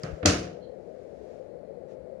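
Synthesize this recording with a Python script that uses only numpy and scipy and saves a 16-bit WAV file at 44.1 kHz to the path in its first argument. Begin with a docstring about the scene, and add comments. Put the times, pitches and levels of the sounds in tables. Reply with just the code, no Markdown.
"""Cupboard door pushed shut

A pine door knocks and thuds into its frame close by while a metal catch ticks and snaps, and a small room rings.
Wood is noise cracks, low thumps and ringing panel tones; the catch is bright noise with short metal tones.
Faint squeaks (noise through two narrow resonances), dull handling bumps (short low tones) and soft
rustles (swelling noise) lie around it, over a low, hollow hum of steady filtered noise on the left."""
import sys
import numpy as np
from scipy import signal
from scipy.fft import rfft, irfft
from scipy.io import wavfile
from scipy.ndimage import uniform_filter1d

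SR = 44100
rng = np.random.default_rng(int(sys.argv[2]) if len(sys.argv) > 2 else 0)


def put_to_file(sound):
    """Save the sound as 16-bit audio at rate SR, in the file named by the first command-line argument."""
    columns = np.atleast_2d(sound).T  # one column per channel
    safe = np.clip(columns, -1, 1)
    whole_steps = np.round(safe * 32767)
    wavfile.write(sys.argv[1], SR, whole_steps.astype(np.int16))


N = 97020  # samples: 2.2 seconds


def undb(db):
    """Turn decibels into a plain multiplier."""
    return 10 ** (np.asarray(db) / 20)


def unit(x):
    """Scale to an rms (average strength) of 1."""
    return x / np.sqrt(np.mean(x ** 2))


def times():
    """Time of each sample in seconds."""
    return np.arange(N) / SR


def freqs():
    """Frequencies of the spectrum in Hz."""
    return np.arange(N // 2 + 1) * SR / N


def curve(points, hz):
    """Read a table between its points, with frequency on a log axis."""
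    points = np.array(points, float)
    return np.interp(np.log(np.maximum(hz, 1)), np.log(points[:, 0]), points[:, 1])


def fade(t60):
    """Exponential decay that falls by 60 dB in t60 seconds."""
    return np.exp(-np.log(1000) * times() / t60)


def swell(at, width):
    """Bell-shaped rise and fall around a moment; the width is its standard deviation in seconds."""
    return np.exp(-.5 * ((times() - at) / width) ** 2)


def add(out, start, x):
    """Mix a sound in at its start time."""
    i = max(int(start * SR), 0)
    out[:, i:] += x[..., :N - i]


def noise(colour, strength=1):
    """Noise of a given colour, rms 1; an uneven strength makes it grainy."""
    spectrum = rfft(strength * rng.standard_normal(N))
    return unit(irfft(spectrum * undb(curve(colour, freqs())), N))


def wide_noise(colour, strength=1):
    """Two-channel noise, alike in the bass and unrelated in the treble."""
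    wide_hz = 626  # the two channels part company around here
    bass_cut = np.sqrt(1 + (wide_hz / np.maximum(freqs(), 1)) ** 4)
    side = irfft(rfft(noise(colour, strength)) / bass_cut, N)
    return unit(noise(colour, strength) + np.array([side, -side]))


def tint(x, gain):
    """Filter with the given gain at each frequency, which never sounds ahead of its input."""
    cepstrum = irfft(np.log(gain), N)
    # Folding the cepstrum forward in time gives the matching minimum phase.
    cepstrum[1:N // 2] *= 2
    cepstrum[N // 2 + 1:] = 0
    return irfft(rfft(x) * np.exp(rfft(cepstrum)), N)


def burst(colour, t60):
    """The short coloured crack of a contact: fading white noise through a filter."""
    # A flat colour. Each row: frequency in Hz, relative level in dB.
    white = [(20, 0), (20000, 0)]
    gain = unit(undb(curve(colour, freqs())))
    return tint(wide_noise(white) * fade(t60), gain)


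def ring(modes, cycles=.2):
    """Decaying tones of alternating sign; each takes some cycles to build, so the deep ones come late."""
    t = times()
    total = 0
    for k, (hz, db, t60) in enumerate(modes):
        build = 1 - np.exp(-t * hz / cycles)
        total = total + (-1) ** k * undb(db) * np.sin(2 * np.pi * hz * t) * fade(t60) * build
    return total


def room(colour):
    """Echo of a contact: builds quickly, is grainy, and each octave dies at its own rate."""
    # How long the small room rings. Each row: frequency in Hz, time to fall by 60 dB in seconds.
    room_t60 = [(80, 0.57), (300, .6), (1000, .5), (3000, .44), (6000, 0.36), (12000, 0.34)]
    grain_db, grain_s, build_s = 2, .0015, 0.0052
    grain = unit(uniform_filter1d(rng.standard_normal(N), max(int(grain_s * SR), 1)))
    spectrum = rfft(wide_noise(colour, undb(grain_db * grain)))
    centres = 62.5 * 2. ** np.arange(9)  # octave bands in Hz
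    out = 0
    for hz, share in zip(centres, np.eye(len(centres))):
        # This band is full at its own centre and gone at its neighbours' centres.
        weight = curve(list(zip(centres, share)), freqs())
        out = out + irfft(spectrum * weight, N) * fade(curve(room_t60, hz))
    return out * (1 - np.exp(-times() / build_s))


def hum():
    """A hollow rush with one broad resonance on the left, faint room air on the right: steady noise."""
    # Colour of the noise at each ear. Each row: frequency in Hz, relative level in dB per Hz.
    left_colour = [(25, -35), (65, -15), (110, -16), (180, -10), (290, -13.5), (400, -6), (510, 1.5),
                   (630, -6), (760, -19), (860, -22), (970, -38), (1400, -36), (2000, -40.5), (2600, -52.5),
                   (4000, -56.5), (5000, -54), (7000, -62), (9000, -66), (14000, -77)]
    right_colour = [(25, -17.5), (65, 1), (180, 1), (300, -5.5), (520, 2), (760, -20), (1000, 4),
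                    (1300, -9), (2100, -4.5), (3200, -19), (4300, -12.5), (5600, -24.5), (7000, -19.5),
                    (8800, -25), (9900, -18), (11000, -35), (14000, -41)]
    left_db, right_db = -39, -67.5
    return np.array([undb(left_db) * noise(left_colour), undb(right_db) * noise(right_colour)])


def handling():
    """A hand bumps the microphone body, a short low tone mostly on the left; rustles are swells of noise."""
    # Hand bumps. Each row: centre in seconds, level on the left in dB, bell width in seconds.
    bump_rows = [(0.11, -34, 0.0051), (0.132, -25, 0.0065), (1.22, -46, 0.016), (2.019, -50, 0.024)]
    # Soft rustles. Each row: centre in seconds, level in dB, bell width in seconds.
    rustle_rows = [(0.017, -60, 0.15), (1.033, -73, .22), (1.327, -71.5, 0.094), (1.917, -68, 0.024)]
    # Colour of the rustling. Each row: frequency in Hz, relative level in dB per Hz.
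    rustle_colour = [(500, -5.5), (1500, 9), (2400, 5), (3300, 0.5), (5000, 0), (7000, -2), (9000, -15),
                     (14000, -22.5)]
    bump_hz, bump_right_db = 68, -23.5  # right side relative to the left
    bumps, rustle = 0, 0
    for at, db, width in bump_rows:
        bumps = bumps + undb(db) * swell(at, width) * np.sin(2 * np.pi * bump_hz * (times() - at))
    for at, db, width in rustle_rows:
        rustle = rustle + undb(db) * swell(at, width)
    return bumps * undb([[0], [bump_right_db]]) + rustle * wide_noise(rustle_colour)


def squeak():
    """Brief friction of the settling door excites two narrow resonances: noise through two peaks."""
    # Faint squeaks. Each row: start in seconds, level in dB, attack in seconds,
    # time to fall by 60 dB in seconds.
    squeak_rows = [(0.604, -54, .05, 0.33), (1.47, -74, .04, 0.43), (1.63, -75, .06, .6)]
    # The two resonances. 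Each row: frequency in Hz, width in Hz, relative level in dB.
    resonances = [(3165, 300, -9.5), (4197, 270, -2.5)]
    left_db = -9  # left side relative to the right
    out = np.zeros((2, N))
    shape = sum(undb(db) / (1 + (2 * (freqs() - hz) / width) ** 2) for hz, width, db in resonances)
    for start, db, attack, t60 in squeak_rows:
        tone = unit(irfft(rfft(rng.standard_normal((2, N))) * shape, N))
        rise = np.minimum(times() / attack, 1)
        add(out, start, undb(db) * tone * rise * fade(t60))
    return out * undb([[left_db], [0]])


def catch():
    """The metal catch snaps and rattles; spring and strike plate ring briefly and the room answers."""
    # Contacts of the catch. Each row: start in seconds, level in dB,
    # extra spring level in dB, extra room level in dB.
    clicks = [(0.034, -24, 11, -3.5), (.2580, 2.5, -9, -1.5), (0.2602, 3, -13, -3),
              (.2730, -9.5, -8.5, -3.5), (.2850, -7.5, -8, -6)]
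    # Tones of the spring, then of strike plate and spring together.
    # Each row: frequency in Hz, relative level in dB, time to fall by 60 dB in seconds.
    spring_modes = [(4550, -2, 0.0091), (4938, 3.5, .012), (5450, -6.5, .008)]
    plate_modes = [(2652, -24.5, .22), (4200, -16, 0.12), (4650, -23.5, 0.3), (5990, -8, 0.024),
                   (6450, -17, 0.036), (7213, -20.5, .15)]
    # Colour of the snap and its echo. Each row: frequency in Hz, relative level in dB per Hz.
    metal_colour = [(300, -30.5), (1000, -15), (2100, -8.5), (2650, -2), (3400, -7), (4600, -1.5),
                    (6000, -1), (6950, -2.5), (7350, -11.5), (10000, -17), (11500, -32), (14000, -30),
                    (16000, -46)]
    spring_db, plate_db, snap_db, room_base_db = -18.5, -15.5, -15, -26
    snap_t60 = 0.016  # seconds
    out = np.zeros((2, N))
    spring = ring(spring_modes)
    plate = undb(plate_db) * ring(plate_modes, cycles=3)
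    for start, db, ring_db, room_db in clicks:
        snap = undb(snap_db) * burst(metal_colour, snap_t60)
        sprung = undb(spring_db + ring_db) * spring
        echo = undb(room_base_db + room_db) * room(metal_colour)
        add(out, start, undb(db) * (snap + plate + sprung + echo))
    return out


def door():
    """Wood meets wood: each blow cracks, thumps at its point of contact, rings the panel and fills the room."""
    # Blows. Each row: start in seconds, level in dB, dull above this many Hz,
    # extra room level in dB, thump frequency in Hz, extra thump level in dB.
    blows = [(.0350, -13, 1944, -0.5, 138, 0.5), (0.229, -8.5, 2700, -19.5, 92, 1),
             (.2520, -1.5, 1807, -5, 300, 1.5), (0.2557, 4, 4120, -2, 580, -6),
             (0.2721, -4, 800, -4, 100, 0.5), (.2835, -5, 460, -2, 92.7, 5.5)]
    # Tones of door panel and carcass.
    # Each row: frequency in Hz, relative level in dB, time to fall by 60 dB in seconds.
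    panel_modes = [(65, -12, .35), (93, -5, .3), (157.8, -1, 0.99), (182.8, -7, 0.62), (244, -16, 0.67),
                   (283.7, -8, 0.43), (319, -3.5, 0.44), (381, -18, 0.17), (459.7, -2, .4),
                   (602, -5.5, .24), (655.6, -5.5, .3), (709.4, -12.5, 0.81), (1039, -16.5, 0.4),
                   (1272, -11, 0.32)]
    # Colour of the blow and of its echo. Each row: frequency in Hz, relative level in dB per Hz.
    crack_colour = [(40, -23.5), (90, -1.5), (300, 2), (580, 0), (760, -6), (900, -19), (1300, -4.5),
                    (2600, -14.5), (5000, -21), (14000, -50.5)]
    echo_colour = [(30, -31), (60, -3.5), (120, 1.5), (220, -5.5), (330, -2.5), (600, -3), (900, -16.5),
                   (1300, -8), (2000, -13.5), (2700, -14), (5000, -24.5), (14000, -46)]
    panel_db, crack_db, thump_base_db, room_base_db = -26.5, -20, -16, -23
    crack_t60, thump_t60 = 0.071, 0.12  # seconds
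    out = np.zeros((2, N))
    panel = undb(panel_db) * ring(panel_modes, cycles=1)
    for start, db, dull_hz, room_db, thump_hz, thump_db in blows:
        crack = undb(crack_db) * burst(crack_colour, crack_t60)
        thump = ring([(thump_hz, thump_base_db + thump_db, thump_t60)], cycles=0.19)
        echo = undb(room_base_db + room_db) * room(echo_colour)
        # A gentle low-pass sets how dull this contact is.
        b, a = signal.butter(2, min(dull_hz, SR / 3), fs=SR)
        add(out, start, undb(db) * signal.lfilter(b, a, panel + crack + thump + echo))
    return out


def ports(x):
    """Two microphone ports colour the sound differently: the left is boxy in the low mids."""
    # Left level minus right level. Each row: frequency in Hz, difference in dB.
    left_minus_right = [(200, 0.5), (330, 0.5), (450, 6.5), (700, 17.5), (950, 2.5), (1300, -8), (2200, -6),
                        (2900, 7.5), (3900, -5), (6000, 4), (7200, -2.5), (8500, -7.5), (15000, -1.5)]
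    ratio = undb(curve(left_minus_right, freqs()))
    # The two gains always add up to 2.
    left_gain, right_gain = 2 * ratio / (1 + ratio), 2 / (1 + ratio)
    return np.array([tint(x[0], left_gain), tint(x[1], right_gain)])


def scene():
    """Door and catch pass through the ports; the other layers are simply added."""
    return ports(door() + catch()) + squeak() + handling() + hum()


def record(dry):
    """The recorder cuts the deepest bass and the top."""
    bass_cut = signal.butter(3, 45, "high", fs=SR, output="sos")
    top_cut = signal.ellip(8, .2, 70, 15000, fs=SR, output="sos")
    return signal.sosfilt(top_cut, signal.sosfilt(bass_cut, dry))


dry = scene()
out = record(dry)
put_to_file(out)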